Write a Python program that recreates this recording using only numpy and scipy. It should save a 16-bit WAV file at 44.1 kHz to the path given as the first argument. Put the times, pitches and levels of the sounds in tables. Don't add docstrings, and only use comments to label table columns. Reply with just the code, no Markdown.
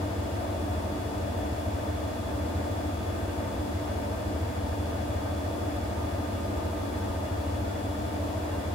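import sys
import numpy as np
from scipy import signal
from scipy.fft import rfft, irfft
from scipy.io import wavfile
from scipy.ndimage import uniform_filter1d, map_coordinates

SR = 44100
rng = np.random.default_rng(int(sys.argv[2]) if len(sys.argv) > 2 else 0)


def generate_wav(signal):
    frames = np.transpose(np.atleast_2d(signal))
    scaled = np.clip(frames, -1, 1) * 32767
    pcm = np.round(scaled).astype(np.int16)
    wavfile.write(sys.argv[1], SR, pcm)


N = 385434

HEAVY_SIDE_S = .1857
DRUM_HZ, BELT_LOOP_HZ, MOTOR_HZ, BEARING_HZ = 13.446, 9.86, 142.61, 441.33
MAINS_HZ = 49.99
SPEED_WANDER = .00007
LEFT_RIGHT = np.array([[1], [-1]])


def undb(db):
    return 10 ** (np.asarray(db) / 20)


def across(points):
    hz, value = np.transpose(points)
    bins_hz = np.fft.rfftfreq(N, 1 / SR)
    return np.interp(np.log(bins_hz + 1e-9), np.log(hz), value)


def walk(rate):
    size = N // 64
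    hz = np.fft.rfftfreq(size, N / size / SR)
    lowpass = 1 / (1 + (hz / rate) ** 2) ** 2
    x = irfft(rfft(rng.standard_normal(size)) * lowpass, size)
    return np.interp(np.arange(N), np.linspace(0, N, size), (x - x.mean()) / x.std())


def pan(db):
    gains = undb(LEFT_RIGHT * db / 2)
    return gains / np.sqrt(np.mean(gains ** 2, axis=0))


def tone(hz, clock, db, pan_db, flutter_db, rate=6, locked=False, lead=0):
    start = 0 if locked else rng.uniform(-np.pi, np.pi)
    phase = 2 * np.pi * hz * clock + start + LEFT_RIGHT * lead / 2
    wave = np.sqrt(2) * np.cos(phase)
    return wave * undb(db + flutter_db * walk(rate)) * pan(pan_db)


# frequency in Hz, spread in dB.
WAVER_DEPTH = [(100, 0.2), (300, 1.2), (700, 1.3)]


def partials(table, base_hz, clock, gain_db, waver):
    out = 0
    for multiple, db, pan_db, lead in table:
        hz = multiple * base_hz
        flutter_db = waver * np.interp(hz, *np.transpose(WAVER_DEPTH))
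        out = out + tone(hz, clock, db + gain_db, pan_db, flutter_db, lead=lead)
    return out


# frequency in Hz, depth in dB.
RUSH_SURGE = [(180, 3.6), (400, .7), (800, .25), (2400, .15)]


def rush(turns, churn_db=0.87):
    hz = np.fft.rfftfreq(N, 1 / SR)
    noise = rfft(rng.standard_normal((2, N)))
    edges = [0, 180, 400, 800, 1400, 2400, SR]
    out = 0
    for low, high in zip(edges, edges[1:]):
        level_db = np.interp(high, *np.transpose(RUSH_SURGE)) * np.cos(2 * np.pi * turns)
        if low > 0 and high < SR:
            level_db = level_db + churn_db * walk(12.0)
        band = irfft(noise * (hz >= low) * (hz < high), N)
        out = out + band * undb(level_db)
    return out


def repeating(clock, rate, strong):
    size = int(SR / rate)
    comb = np.exp(2j * np.pi * rng.random((2, size // 2 + 1)))
    comb[:, [0] + [row[0] for row in strong]] = 0
    tracks = irfft(comb, size) * np.sqrt(size)
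    position = clock * rate % 1 * size
    return np.array([map_coordinates(track, [position], order=1, mode="grid-wrap") for track in tracks])


# frequency in Hz, level in dB on the cabinet colour.
DRUM_RUMBLE = [(20, -16), (40, 6.5), (70, -17), (140, 1.5), (280, -13), (480, -4.5), (800, -7),
               (1500, -10.5), (15000, -22)]
BELT_RUMBLE = [(100, -21), (230, -10), (450, -4), (700, -5), (1200, -8), (3000, -7), (15000, -11.5)]


def rumble(clock):
    drum = rfft(repeating(clock, DRUM_HZ, THROB_PARTIALS + DRUM_PARTIALS))
    belt = rfft(repeating(clock, BELT_LOOP_HZ, BELT_PARTIALS))
    return undb(across(DRUM_RUMBLE)) * drum + undb(across(BELT_RUMBLE)) * belt


# frequency in Hz, level in dB per Hz.
CABINET_COLOUR = [(20, -83), (42, -75), (60, -59.5), (115, -61.5), (130, -69), (175, -81), (200, -63.5),
                  (450, -69), (750, -68.5), (1000, -75), (2000, -82), (4000, -88.5), (7000, -92.5),
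                  (15500, -101)]
# centre in Hz, width in Hz, lift in dB.
PANEL_MODES = [(46, 10, -3), (72, 16, 5.3), (112, 10, 4), (126, 20, -7), (222, 12, -2), (239, 14, 3),
               (260, 16, -3), (297, 40, 7.5), (460, 30, 2.5), (500, 35, -2), (540, 25, -3), (572, 40, 4.5),
               (665, 90, 6), (803, 35, -3), (875, 35, 3), (922, 30, 6.5), (960, 30, -1.5), (1050, 40, 2.5),
               (1216, 110, 3), (1380, 80, -2), (1428, 22, 3), (1495, 40, -1.5), (1560, 50, 3.5),
               (1765, 40, 3), (1850, 30, 2.5), (2050, 250, -1.5), (2680, 120, -2), (2775, 35, 2.5),
               (2850, 60, 3.5), (3040, 120, -2), (3435, 90, 1.5), (4900, 900, 2.2), (6920, 250, 2),
               (7550, 200, 3), (10300, 2000, 2.5), (15100, 1400, 3)]
# frequency in Hz, side minus mid in dB.
ROOM_WIDTH = [(60, -25), (110, -14), (160, -2), (215, -19), (300, -4), (380, -0.5), (435, 7), (510, -9),
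              (700, 3), (1000, 0), (1600, 0.5), (4400, -0.5), (15000, 0)]
# frequency in Hz, left minus right in dB.
SIDE_LEAN = [(110, 1.5), (380, -1), (700, 2), (1300, 1), (2400, 0.5), (4800, 4), (8000, 2), (10000, 0)]


def cabinet(drive, ripple_db=.45):
    hz = np.fft.rfftfreq(N, 1 / SR)
    colour_db = across(CABINET_COLOUR)
    for centre, width, lift_db in PANEL_MODES:
        colour_db = colour_db + lift_db / (1 + (2 * (hz - centre) / width) ** 2)
    crowd = uniform_filter1d(rng.standard_normal(len(hz)), size=110)
    treble = np.clip(hz / 2000, 0, 1) ** 2
    colour_db = colour_db + ripple_db * crowd / crowd.std() * treble
    mid, side = drive * undb(colour_db) * np.sqrt(SR / 2)
    spread = undb(across(ROOM_WIDTH))
    sides = (mid + LEFT_RIGHT * spread * side) / np.sqrt(1 + spread ** 2)
    return irfft(sides * pan(across(SIDE_LEAN)), N)


# multiple of the turn rate, level in dB.
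THROB_PARTIALS = [(6, -38), (7, -40.5)]


def drum_throb(clock):
    return sum(tone(multiple * DRUM_HZ, clock, db, 0, flutter_db=0.86, locked=True)
               for multiple, db in THROB_PARTIALS)


# multiple of the part's rate, level in dB, left minus right in dB, left lead in radians.
DRUM_PARTIALS = [(8, -50, 0, 0), (9, -55, -3, 0), (12, -55, 2, .2), (15, -48, -2, .8), (16, -55, 3, .6),
                 (17, -55, 2, 1.5), (18, -51, -9, 1), (19, -55, 0, 1.2), (21, -49, 7, .6), (23, -52, 3, .5),
                 (24, -55, -5, 1.7), (26, -53, 3, -.4), (27, -56, -7, -.3), (29, -58, -5, .3),
                 (32, -57, 3, 2.5), (35, -57, 3, -1.3), (36, -53, -6, -.3), (42, -58, -3, -.3),
                 (43, -57, 6, 1), (47, -56, 6, -1.6), (49, -50, 0, .7), (52, -50, 2, 3.1), (57, -52, 4, 3),
                 (85, -68, 7, -1.9), (108, -73, -10, 3.1)]
BELT_PARTIALS = [(21, -59, 0, 0), (24, -56, 0, .1), (28, -55, 1, .6), (30, -53, -5, 1.1), (32, -58, 0, 0),
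                 (45, -59, 2, 0), (47, -59, 1, 1.2), (61, -57, 1, 0), (62, -52, -2, .6), (63, -57, 6, .1),
                 (65, -58, -7, 1.7), (69, -59, 10, .9), (73, -54, 7, 1.5), (77, -60, 6, .3),
                 (86, -63, 4, -.4), (89, -59, 1, -.6), (90, -63, 1, -.6), (93, -60, 5, .8),
                 (95, -61, -9, 2.1), (97, -61, 6, 3), (148, -69, 10, 2.3), (168, -71, -4, -.2),
                 (172, -69, -4, -2.4), (186, -74, 4, .1), (262, -75, -8, .3)]
MOTOR_PARTIALS = [(2, -59, 0, 0), (3, -59, 0, 3), (4, -54, 7, .4), (5, -48.5, 8, 2.7), (8, -67, -7, 3.1),
                  (10, -69, 8, 2.4), (13, -69, 1, -2.4), (14, -70, -3, -.9), (16, -72, 3, 0)]
BEARING_PARTIALS = [(1, -58, -2, .7), (2, -59, -1, -1), (4, -65, 3, -3)]


def drive_train(clock):
    drum = partials(DRUM_PARTIALS, DRUM_HZ, clock, gain_db=-0.36, waver=0.81)
    belt = partials(BELT_PARTIALS, BELT_LOOP_HZ, clock, gain_db=0.0, waver=2.5)
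    motor = partials(MOTOR_PARTIALS, MOTOR_HZ, clock, gain_db=-2.5, waver=0.9)
    bearing = partials(BEARING_PARTIALS, BEARING_HZ, clock, gain_db=1.0, waver=1.8)
    return drum + belt + motor + bearing


# time in seconds, level in dB.
SINGING_LEVEL = [(0, -61), (2, -63), (3.1, -57.5), (4.1, -69), (4.8, -63), (5.15, -58.5), (6.2, -55),
                 (7.15, -55.5), (7.6, -65), (8.7, -66)]


def singing(t, clock):
    level_db = np.interp(t, *np.transpose(SINGING_LEVEL))
    return tone(1217.2, clock, level_db, 0, flutter_db=2.0, rate=20)


# time in seconds, level in dB before the whine's gain.
WHINE_LOAD = [(0, -63), (2.3, -61), (3.2, -61.5), (4.2, -64), (5.3, -60), (6, -63), (7.2, -61.5),
              (8.7, -62.5)]


def whine(t, clock, gain_db=1.9, sway_depth_db=.8, rotor_slots=24):
    load_db = np.interp(t, *np.transpose(WHINE_LOAD)) + gain_db
    drum = 2 * np.pi * DRUM_HZ * clock
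    belt = 2 * np.pi * BELT_LOOP_HZ * clock
    sway_db = sway_depth_db * (np.cos(drum) + np.sin(2 * belt) - np.sin(belt))
    return tone(rotor_slots * MOTOR_HZ, clock, load_db + sway_db, pan_db=3.5, flutter_db=1.3, rate=40)


# multiple of the mains, level in dB, left minus right in dB, left lead in radians.
HUM_OVERTONES = [(3, -61, 0, 0), (4, -58, 4, .7), (5, -61, 0, 0), (6, -44, 3, .2), (7, -53.5, 3, -.4),
                 (8, -56, 0, .8), (9, -54, 13, 2.1), (10, -58, -2, .4), (11, -56, 4, .8), (14, -58, 0, 0),
                 (26, -66, 4, -1.2)]


def mains_hum(t, turns, deep_pulse_db=1.2, overtone_pulse_db=2.2):
    deep = tone(2 * MAINS_HZ, t - HEAVY_SIDE_S, -43, 0, flutter_db=1.2, locked=True)
    overtones = partials(HUM_OVERTONES, MAINS_HZ, t, gain_db=-1.5, waver=1.0)
    angle = 2 * np.pi * turns
    deep = deep * undb(deep_pulse_db * np.cos(angle))
    return deep + overtones * undb(overtone_pulse_db * np.sin(2 * angle))


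# frequency in Hz, level in dB, left minus right in dB, left lead in radians.
LONE_TONES = [(33.5, -64, 0, 0), (60.3, -52, -1, 0), (279.6, -55, 0, .8), (302.1, -52.5, -1, .4),
              (575.3, -60, 5, 0), (664, -59, -3, 0), (837, -60, 0, -1.6), (1570.6, -63, -5, 1.9),
              (1798, -72, -6, .3), (2525.6, -75, 5, .3), (3834.3, -79, 4, 0)]


def lone_tones(clock, gain_db=0.5):
    return sum(tone(hz, clock, db + gain_db, pan_db, flutter_db=1.5, rate=15, lead=lead)
               for hz, db, pan_db, lead in LONE_TONES)


# frequency in Hz, level in dB.
ELECTRONIC_TONES = [(7849, -82), (11430, -79), (12575, -84), (14858, -82)]


def electronics(t):
    return sum(tone(hz, t, db, 0, flutter_db=1.5, rate=35) for hz, db in ELECTRONIC_TONES)


# time of the peak in seconds, frequency in Hz, level in dB.
NOISE_SWELLS = [(3.3, 1570, -59), (4.95, 1428, -59), (5.3, 1570, -54), (7.02, 1545, -60), (7.28, 2845, -62),
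                (7.72, 1425, -57), (8.57, 2800, -61)]


def noise_swells(t, half_length_s=0.044):
    out = 0
    for peak_s, hz, db in NOISE_SWELLS:
        swell = np.exp(-((t - peak_s) / half_length_s) ** 2)
        out = out + tone(hz, t, db, 0, flutter_db=4, rate=30) * swell
    return out


# frequency in Hz, level in dB on the cabinet colour.
RUSH_LEVEL = [(38, -11), (68, 1), (95, -2), (150, 5.8), (220, -3.5), (440, -2), (600, -2), (900, 0),
              (2300, 0), (6000, -1), (11000, 1.5)]


def scene():
    t = np.arange(N) / SR
    clock = t - HEAVY_SIDE_S + np.cumsum(SPEED_WANDER * walk(1.5)) / SR
    turns = clock * DRUM_HZ
    drive = undb(across(RUSH_LEVEL)) * rfft(rush(turns)) + rumble(clock)
    rotating = drum_throb(clock) + drive_train(clock) + singing(t, clock) + whine(t, clock)
    steady = mains_hum(t, turns) + lone_tones(clock) + electronics(t)
    return cabinet(drive) + rotating + steady + noise_swells(t)


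def record(dry):
    lowpass = signal.ellip(10, .1, 80, 15750, fs=SR, output="sos")
    return signal.sosfilt(lowpass, dry)


dry = scene()
out = record(dry)
generate_wav(out)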